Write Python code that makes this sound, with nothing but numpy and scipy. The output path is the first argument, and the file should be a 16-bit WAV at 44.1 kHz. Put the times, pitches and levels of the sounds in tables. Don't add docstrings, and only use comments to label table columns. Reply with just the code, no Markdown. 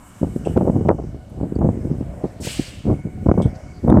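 import sys
import numpy as np
from scipy import signal
from scipy.fft import rfft, irfft
from scipy.io import wavfile
from scipy.ndimage import uniform_filter1d

SR = 44100
rng = np.random.default_rng(int(sys.argv[2]) if len(sys.argv) > 2 else 0)


def voltage_ratio(level):
    return 10 ** (np.asarray(level, float) / 20)


def to_wav(s):
    ch = np.atleast_2d(s).T
    pcm = np.round(np.clip(ch, -1, 1) * 32767)
    wavfile.write(sys.argv[1], SR, pcm.astype(np.int16))


N = 176400
TIME_S = np.arange(N) / SR

# multiple of WHINE_HZ, level in dB, roughness in Hz.
WHINE = [(1, -58.5, 9.8), (2, -66, 16), (3, -66, 51), (4, -64.5, 93)]
# time in seconds, level in dB, extra on the third partial in dB.
LOAD = [(0, -2, 4), (.5, 0.5, -1), (1.1, 0.5, -2.5), (2.7, -8.5, 2.5), (2.95, 1.5, 10.5), (3.05, 1.5, 5),
        (3.5, 8, 3.5), (4, -3.5, 2)]
# time in seconds, level in dB.
BODY_DB = [(0, -60.5), (2.2, -45), (2.6, -45.5), (3.1, -66.5), (3.6, -44), (4, -72)]
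# frequency in Hz, density in dB per Hz.
LOT = [(40, 8.5), (320, 7.5), (440, -3.5), (1500, -7), (3300, -20), (4500, -22), (6300, -19.5),
       (15500, -41)]
# time in seconds, level in dB.
FAN_DB = [(0, 3), (.9, -3.5), (1.3, -6), (1.8, -6), (4, -9)]
# time in seconds, level in dB.
GUST = [(0, -62), (.19, -47), (.23, -31), (.7, -22), (.95, -27.5), (1.2, -36.5), (1.45, -31), (1.66, -26),
        (1.95, -27.5), (2.2, -33), (2.45, -33.5), (2.8, -37), (2.9, -36), (3.45, -23), (3.6, -36),
        (3.8, -36), (3.86, -22.5), (3.98, -27.5), (4, -36)]
# start in seconds, peak in dB, bite above 450 Hz in dB re peak, decay in
# seconds.
BUFFETS = [(0.211, -14, -34, 0.0053), (0.227, -3, -11.5, 0.012), (0.267, -6.5, -27, 0.0035),
           (0.355, -12.5, -39, 0.01), (0.407, -23, -38, 0.0081), (0.454, -13, -7, 0.025),
           (0.559, -1, -10.5, 0.017), (0.604, -8.5, -5, 0.021), (0.645, -20.5, 3, 0.032),
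           (0.674, -13, -0.5, 0.01), (0.693, -6, -5.5, 0.0052), (0.754, -5, -11.5, 0.0089),
           (0.802, -7, -37, 0.012), (0.846, -7, -11.5, 0.036), (0.881, -8.5, 2.5, 0.029),
           (0.9, -16, 4, 0.011), (0.98, -16, -2.5, 0.033), (1.038, -7, -36, 0.0024),
           (1.138, -20, -20, 0.017), (1.299, -28.5, -30, 0.023), (1.37, -15, -27, 0.019),
           (1.398, -10.5, -13.5, 0.016), (1.425, -10.5, -12, 0.024), (1.518, -13, -40, 0.011),
           (1.556, -7.5, -11.5, 0.0049), (1.585, -4.5, -27, 0.007), (1.606, -4, -10.5, 0.028),
           (1.638, -2.5, -16, 0.031), (1.687, -4.5, -8, 0.006), (1.765, -16.5, -51, 0.006),
           (1.848, -8, -39, 0.018), (1.892, -11.5, -57, 0.058), (2.005, -11.5, -36, 0.0094),
                (2.121, -29, -40, 0.006), (2.234, -7.5, -12, 0.015), (2.396, -16.5, -30, 0.053),
                (2.465, -17.5, -2, 0.0077), (2.589, -7, -29, 0.0079), (2.845, -13, -27, 0.015),
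                (2.862, -2, -23, 0.028), (2.891, -5, -9, 0.011), (2.908, -6.5, -9.5, 0.022),
                (2.986, -17, -14, 0.0052), (3.047, -12.5, -56, 0.025), (3.173, -17, -31, 0.0059),
                (3.227, -18, -26, 0.004), (3.259, 3, -12.5, 0.0042), (3.283, 4, -10.5, 0.0082),
                (3.312, 2.5, -11, 0.0023), (3.335, -8.5, -16, 0.013), (3.374, 2, -13, 0.0073),
                (3.392, -8, -5.5, 0.025), (3.448, -4, -34, 0.015), (3.835, -8, -27, 0.049),
                (3.871, -11, 0.5, 0.024), (3.892, 1.5, -12.5, 0.022), (3.917, -2.5, -2, 0.0047),
                (3.937, -0.5, -8, 0.031), (3.966, 0.5, -10, 0.012), (3.984, -6, -16.5, 0.003)]
# centre in seconds, peak in dB, pitch in Hz.
SLAPS = [(0.2168, -9, 216), (0.2334, -5, 380), (0.2418, -8.5, 252), (0.363, -4, 242), (0.4726, -2.5, 413),
         (0.568, -0.5, 233), (0.5763, 3, 366), (0.6127, -10, 230), (0.6321, -6, 250), (0.6491, -8.5, 292),
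         (0.6755, -1, 398), (0.6865, -6, 347), (0.7004, -12, 245), (0.7642, -5, 218), (0.7873, -10.5, 260),
         (0.8121, -5.5, 240), (0.8626, -7.5, 147), (0.888, -3, 536), (0.8977, -13, 227),
         (0.9044, -0.5, 382), (0.9123, -0.5, 360), (1.4318, -7.5, 265), (1.5633, -7, 326),
         (1.5889, -12, 250), (1.614, -17, 310), (1.6342, -14, 250), (1.6466, -14, 220), (1.6614, -5.5, 226),
         (1.6931, -8.5, 247), (1.7748, -10, 250), (1.916, -6, 167), (2.0142, -10.5, 228),
         (2.2421, -5.5, 360), (2.2542, -9.5, 340), (2.598, -6, 240), (2.8704, -7, 290), (2.8846, -7.5, 260),
         (2.8956, -8, 310), (2.9181, -5, 222), (3.0533, -14.5, 210), (3.265, -3.0, 205), (3.2882, 2, 162),
         (3.317, -7.5, 346), (3.3459, -14, 180), (3.3837, -2.5, 205), (3.396, -8.5, 198), (3.444, -12, 200),
         (3.4574, -1, 136), (3.8419, -13, 253), (3.8677, -9, 250), (3.876, -11, 227), (3.8854, -6.5, 220),
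         (3.895, -17.5, 410), (3.9118, -8.5, 204), (3.9254, 8.5, 271), (3.9426, 3, 285), (3.9512, 1, 220),
         (3.9646, 0, 240), (3.9789, -7, 170), (3.9921, -1.5, 266)]
# start in seconds, level in dB, decay in seconds, two resonances in Hz.
PUFFS = [(0.451, -45.5, 0.047, 2800, 8000), (1.25, -64, 0.0021, 2925, 7600),
         (1.295, -65, 0.014, 10700, 13050), (1.554, -53, 0.0075, 4600, 8100),
         (1.589, -49.5, 0.0016, 6530, 10800), (2.93, -60, 0.0053, 9000, 7900),
         (2.957, -63, 0.0054, 9000, 8200), (2.995, -59, .008, 9100, 8000), (3.42, -42.5, 0.026, 3370, 8200),
         (3.419, -49.5, 0.0034, 5000, 11450), (3.874, -56, 0.0058, 9500, 11500),
         (3.901, -39.5, 0.0016, 3620, 9200)]
# start in seconds, length in seconds, centre in Hz, width in Hz, level in dB.
RUBS = [
    (3.64, 0.26, 4640, 680, -61),
    (3.42, .3, 5200, 1800, -65),
    (1.6, .9, 5250, 700, -71),
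    (2.21, .14, 4400, 3000, -63),
]
# time in seconds, level in dB, gain change in dB.
CRACKS = [
    (0.575, -27, 0.5),
    (0.8875, -27.5, -4),
    (3.285, -51, 0),
]
# frequency in Hz, density in dB per Hz.
HISS = [(760, -16), (1300, -10.5), (1700, -4), (2500, 1), (2950, 3.5), (3480, -3), (6620, -4.5),
        (15500, -23.5)]
# centre in Hz, width in Hz, level in dB re the jet.
NOZZLE = [(2900, 350, -12), (4600, 820, -7.5), (8000, 1100, -5)]

WHINE_HZ, WHINE_THROB_HZ, WHINE_THROB_DB = 735.5, 52.4, -2
BODY_HZ, BODY_WIDTH_HZ = 586, 230
LOT_DB, PORT_HZ, PORT_WIDTH_HZ, PORT_DB = -46, 8000, 1870, -59
EDDY_RATE, EDDY_SPREAD_DB, ROLL_HZ = 700, 4, 70.7
BUFFET_RISE_S, THUMP_HZ, BITE_HZ, BITE_TOP_HZ = 0.0034, 120, 450, 1020
SHARP_DB_PER_DB = 2
FLAP_WALK_DB = 1.5
LIMIT, KNEE = .9, 4
SLAP_CYCLES, SLAP_DB, SLAP_EDGE, SLAP_HUSH = 0.42, -1, 1.33, 2.06
CRACK_HZ, RECOVER_DB_PER_S = 890, 6.5
HISS_S, HISS_SNAP_S, HISS_RISE_S, HISS_HOLD_S, HISS_DB = 2.401, .005, 0.03, 0.083, -33
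HISS_SAG_DB_PER_S, HISS_FALL_DB_PER_S2 = 41, 92


def curve(rows, col=1):
    rows = np.array(rows, float)
    return np.interp(TIME_S, rows[:, 0], rows[:, col])


def unit(x):
    return x / np.sqrt(np.mean(x ** 2))


def noise():
    return rng.standard_normal(N)


def band(x, hz, width_hz):
    return signal.lfilter(*signal.iirpeak(min(hz, .45 * SR), hz / width_hz, fs=SR), x)


def band_twice(x, hz, width_hz):
    return unit(band(band(x, hz, width_hz), hz, width_hz))


def low(x, hz):
    return signal.sosfilt(signal.butter(3, hz, fs=SR, output="sos"), x)


def low_in_phase(x, hz, order):
    return signal.sosfiltfilt(signal.butter(order, hz, fs=SR, output="sos"), x)


def high(x, hz, order):
    return signal.sosfilt(signal.butter(order, hz, "high", fs=SR, output="sos"), x)


def walk(rate):
    k = int(SR / rate)
    held = np.repeat(rng.standard_normal(N // 20)[:N // k + 1], k)
    return 2.8 * uniform_filter1d(uniform_filter1d(held, k), k)[:N]


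def colour(points, flicker_db, rate):
    hz = np.fft.rfftfreq(N, 1 / SR) + 1
    points = np.array(points, float)
    spec = rfft(noise()) * voltage_ratio(np.interp(np.log(hz), np.log(points[:, 0]), points[:, 1]))
    out = 0
    for octave in np.arange(4, 14.5, .5):
        window = np.clip(1 - abs(np.log2(hz) - octave) * 2, 0, 1)
        out = out + voltage_ratio(flicker_db * walk(rate)) * irfft(spec * window, N)
    return unit(out)


def swell(s, rise_s, decay_s):
    t = np.maximum(TIME_S - s, 0)
    env = (1 - np.exp(-t / rise_s)) ** 2 * np.exp(-t / decay_s)
    return env / env.max()


def bus():
    throb = WHINE_THROB_DB * np.sin(2 * np.pi * np.cumsum(WHINE_THROB_HZ * (1 + 0.13 * walk(3.2))) / SR)
    out = voltage_ratio(curve(BODY_DB) + 2.0 * walk(9.1)) * band_twice(noise(), BODY_HZ, BODY_WIDTH_HZ)
    for k, (multiple, db, rough_hz) in enumerate(WHINE):
        extra = 0
        if k == 2:
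            extra = curve(LOAD, col=2) - 1.5 + 0.6 * walk(14) + throb
        elif k == 3:
            extra = -3.5 * TIME_S
        out = out + voltage_ratio(db + curve(LOAD) + extra) * unit(band(noise(), multiple * WHINE_HZ, rough_hz))
    return out


def lot():
    town = colour(LOT, 1.6, 8)
    air = noise()
    top = unit(low(band(air[::-1], 13000, 4300), 12000))
    fan = band_twice(air, PORT_HZ, PORT_WIDTH_HZ) + voltage_ratio(-5.5) * top
    return voltage_ratio(LOT_DB) * town + voltage_ratio(PORT_DB + curve(FAN_DB) + 1.0 * walk(29)) * fan


def eddies(rate, spread_db):
    return (rng.random(N) < rate / SR) * noise() * voltage_ratio(spread_db * rng.exponential(size=N))


def even(x, size):
    return x / np.sqrt(uniform_filter1d(unit(x) ** 2, size=size) + 0.026) / x.std()


def wind():
    roll = even(low(band(eddies(EDDY_RATE, EDDY_SPREAD_DB), ROLL_HZ, 81), 218), size=3000)
    flap = even(low(band(eddies(EDDY_RATE, EDDY_SPREAD_DB), 2.28 * ROLL_HZ, 200), 368), size=3000)
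    knocks = eddies(330, 2.08) + 0.39 * eddies(EDDY_RATE, EDDY_SPREAD_DB)
    thump = even(low(band(knocks, THUMP_HZ, 176), 425.0), size=900)
    bite = even(low(low(band(knocks, BITE_HZ, 333), BITE_TOP_HZ), 1.46 * BITE_TOP_HZ), size=800)
    dull = low_in_phase(bite, 700, 2)
    gust = curve(GUST)
    flap_db = 2.48 * (gust + 27.0) - 32.5 + FLAP_WALK_DB * walk(25.07)
    out = voltage_ratio(gust + 1.0 * walk(16)) * roll + voltage_ratio(flap_db) * (flap + voltage_ratio(-12) * dull)
    for s, db, bite_db, decay_s in BUFFETS:
        a = int(s * SR)
        part = slice(a, a + 6000)
        env = swell(0, BUFFET_RISE_S, max(decay_s, .003))[:min(6000, N - a)]
        sharp_gain = voltage_ratio(min(SHARP_DB_PER_DB * (db + bite_db + 8.5), 0))
        edge = dull[part] + sharp_gain * (bite - dull)[part]
        out[part] += voltage_ratio(db - 9.0) * env * (thump[part] + voltage_ratio(bite_db + 6.5) * env ** 1.22 * edge)
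    sharp = slaps()
    near = uniform_filter1d(uniform_filter1d(np.abs(sharp), size=200), size=200)
    out = high(out / (1 + SLAP_HUSH * near) + sharp, 45, 2)
    limited = out / (1 + (out / LIMIT) ** KNEE) ** (1 / KNEE)
    return low(low(limited, 2650), 3100)


def slaps():
    out, t = np.zeros(N + 2000), np.arange(-1000, 1000) / SR
    for s, db, hz in SLAPS:
        a = int(s * SR) - 1000
        env = np.exp(-np.abs(t * hz / SLAP_CYCLES) ** SLAP_EDGE)
        out[a:a + 2000] += voltage_ratio(db + SLAP_DB) * env * np.cos(2 * np.pi * (hz * t + rng.random()))
    return out[:N]


def puffs():
    air = noise()
    out = 0
    for s, db, decay_s, hz, hz2 in PUFFS:
        tone = band_twice(air, hz, 520) + 0.63 * band_twice(air, hz2, 1400) + 0.3 * band_twice(air, 5940, 1400)
        out = out + voltage_ratio(db) * swell(s, 0.0002, decay_s) * tone
        if hz < 4000:
            out = out + voltage_ratio(db) * swell(s, .0005, .0025) * np.sin(2 * np.pi * hz * TIME_S)
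    for s, length_s, hz, width_hz, db in RUBS:
        u = np.clip((TIME_S - s) / length_s, 0, 1)
        out = out + voltage_ratio(db + 2.3 * walk(60)) * np.sin(np.pi * u ** 0.77) ** 2 * band_twice(air, hz, width_hz)
    return out


def cracks():
    kicks = np.zeros(N)
    for s, db, _ in CRACKS:
        kicks[int(s * SR)] = voltage_ratio(db)
    pole = [1, -np.exp(-2 * np.pi * CRACK_HZ / SR)]
    return signal.lfilter([1], pole, signal.lfilter([1], pole, kicks))


def ducking():
    gain_db = 0
    for s, _, drop_db in CRACKS:
        gain_db = gain_db + (TIME_S > s) * np.minimum(drop_db + RECOVER_DB_PER_S * (TIME_S - s) / 2, 0)
    return voltage_ratio(gain_db)


def air_release():
    jet = colour(HISS, .6, 17)
    for hz, width_hz, db in NOZZLE:
        jet = jet + voltage_ratio(db + 1.0 * walk(45)) * unit(band(noise(), hz, width_hz))
    lows, mids = low_in_phase(jet, 4300, 4), low_in_phase(jet, 9500, 4)
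    u = np.maximum(TIME_S - HISS_S, 0)
    out = 0
    # band, share that snaps open, delay of the rest in seconds, relative speed of the fall.
    for part, step, late_s, faster in ((lows, .0, .014, .85), (mids - lows, .22, 0, 1.0), (jet - mids, .25, 0, 1.15)):
        after = np.maximum(u - HISS_HOLD_S / faster ** 2, 0)
        snap = 1 - np.exp(-u / HISS_SNAP_S)
        fill = 1 - np.exp(-(np.maximum(u - late_s, 0) / HISS_RISE_S) ** 2)
        fall_db = faster * (HISS_SAG_DB_PER_S * after + HISS_FALL_DB_PER_S2 * after ** 2)
        out = out + part * (step * snap + (1 - step) * fill) * voltage_ratio(HISS_DB - fall_db)
    return out


def scene():
    far = (bus() + lot()) * ducking()
    return (far + wind() + puffs() + cracks() + air_release())[None]


def top_cut(x):
    return signal.sosfilt(signal.butter(12, 15630, fs=SR, output="sos"), x)


def record(dry):
    mix = np.clip(high(dry, 12, 1), -1, 1)
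    return top_cut(mix)


dry = scene()
out = record(dry)
to_wav(out)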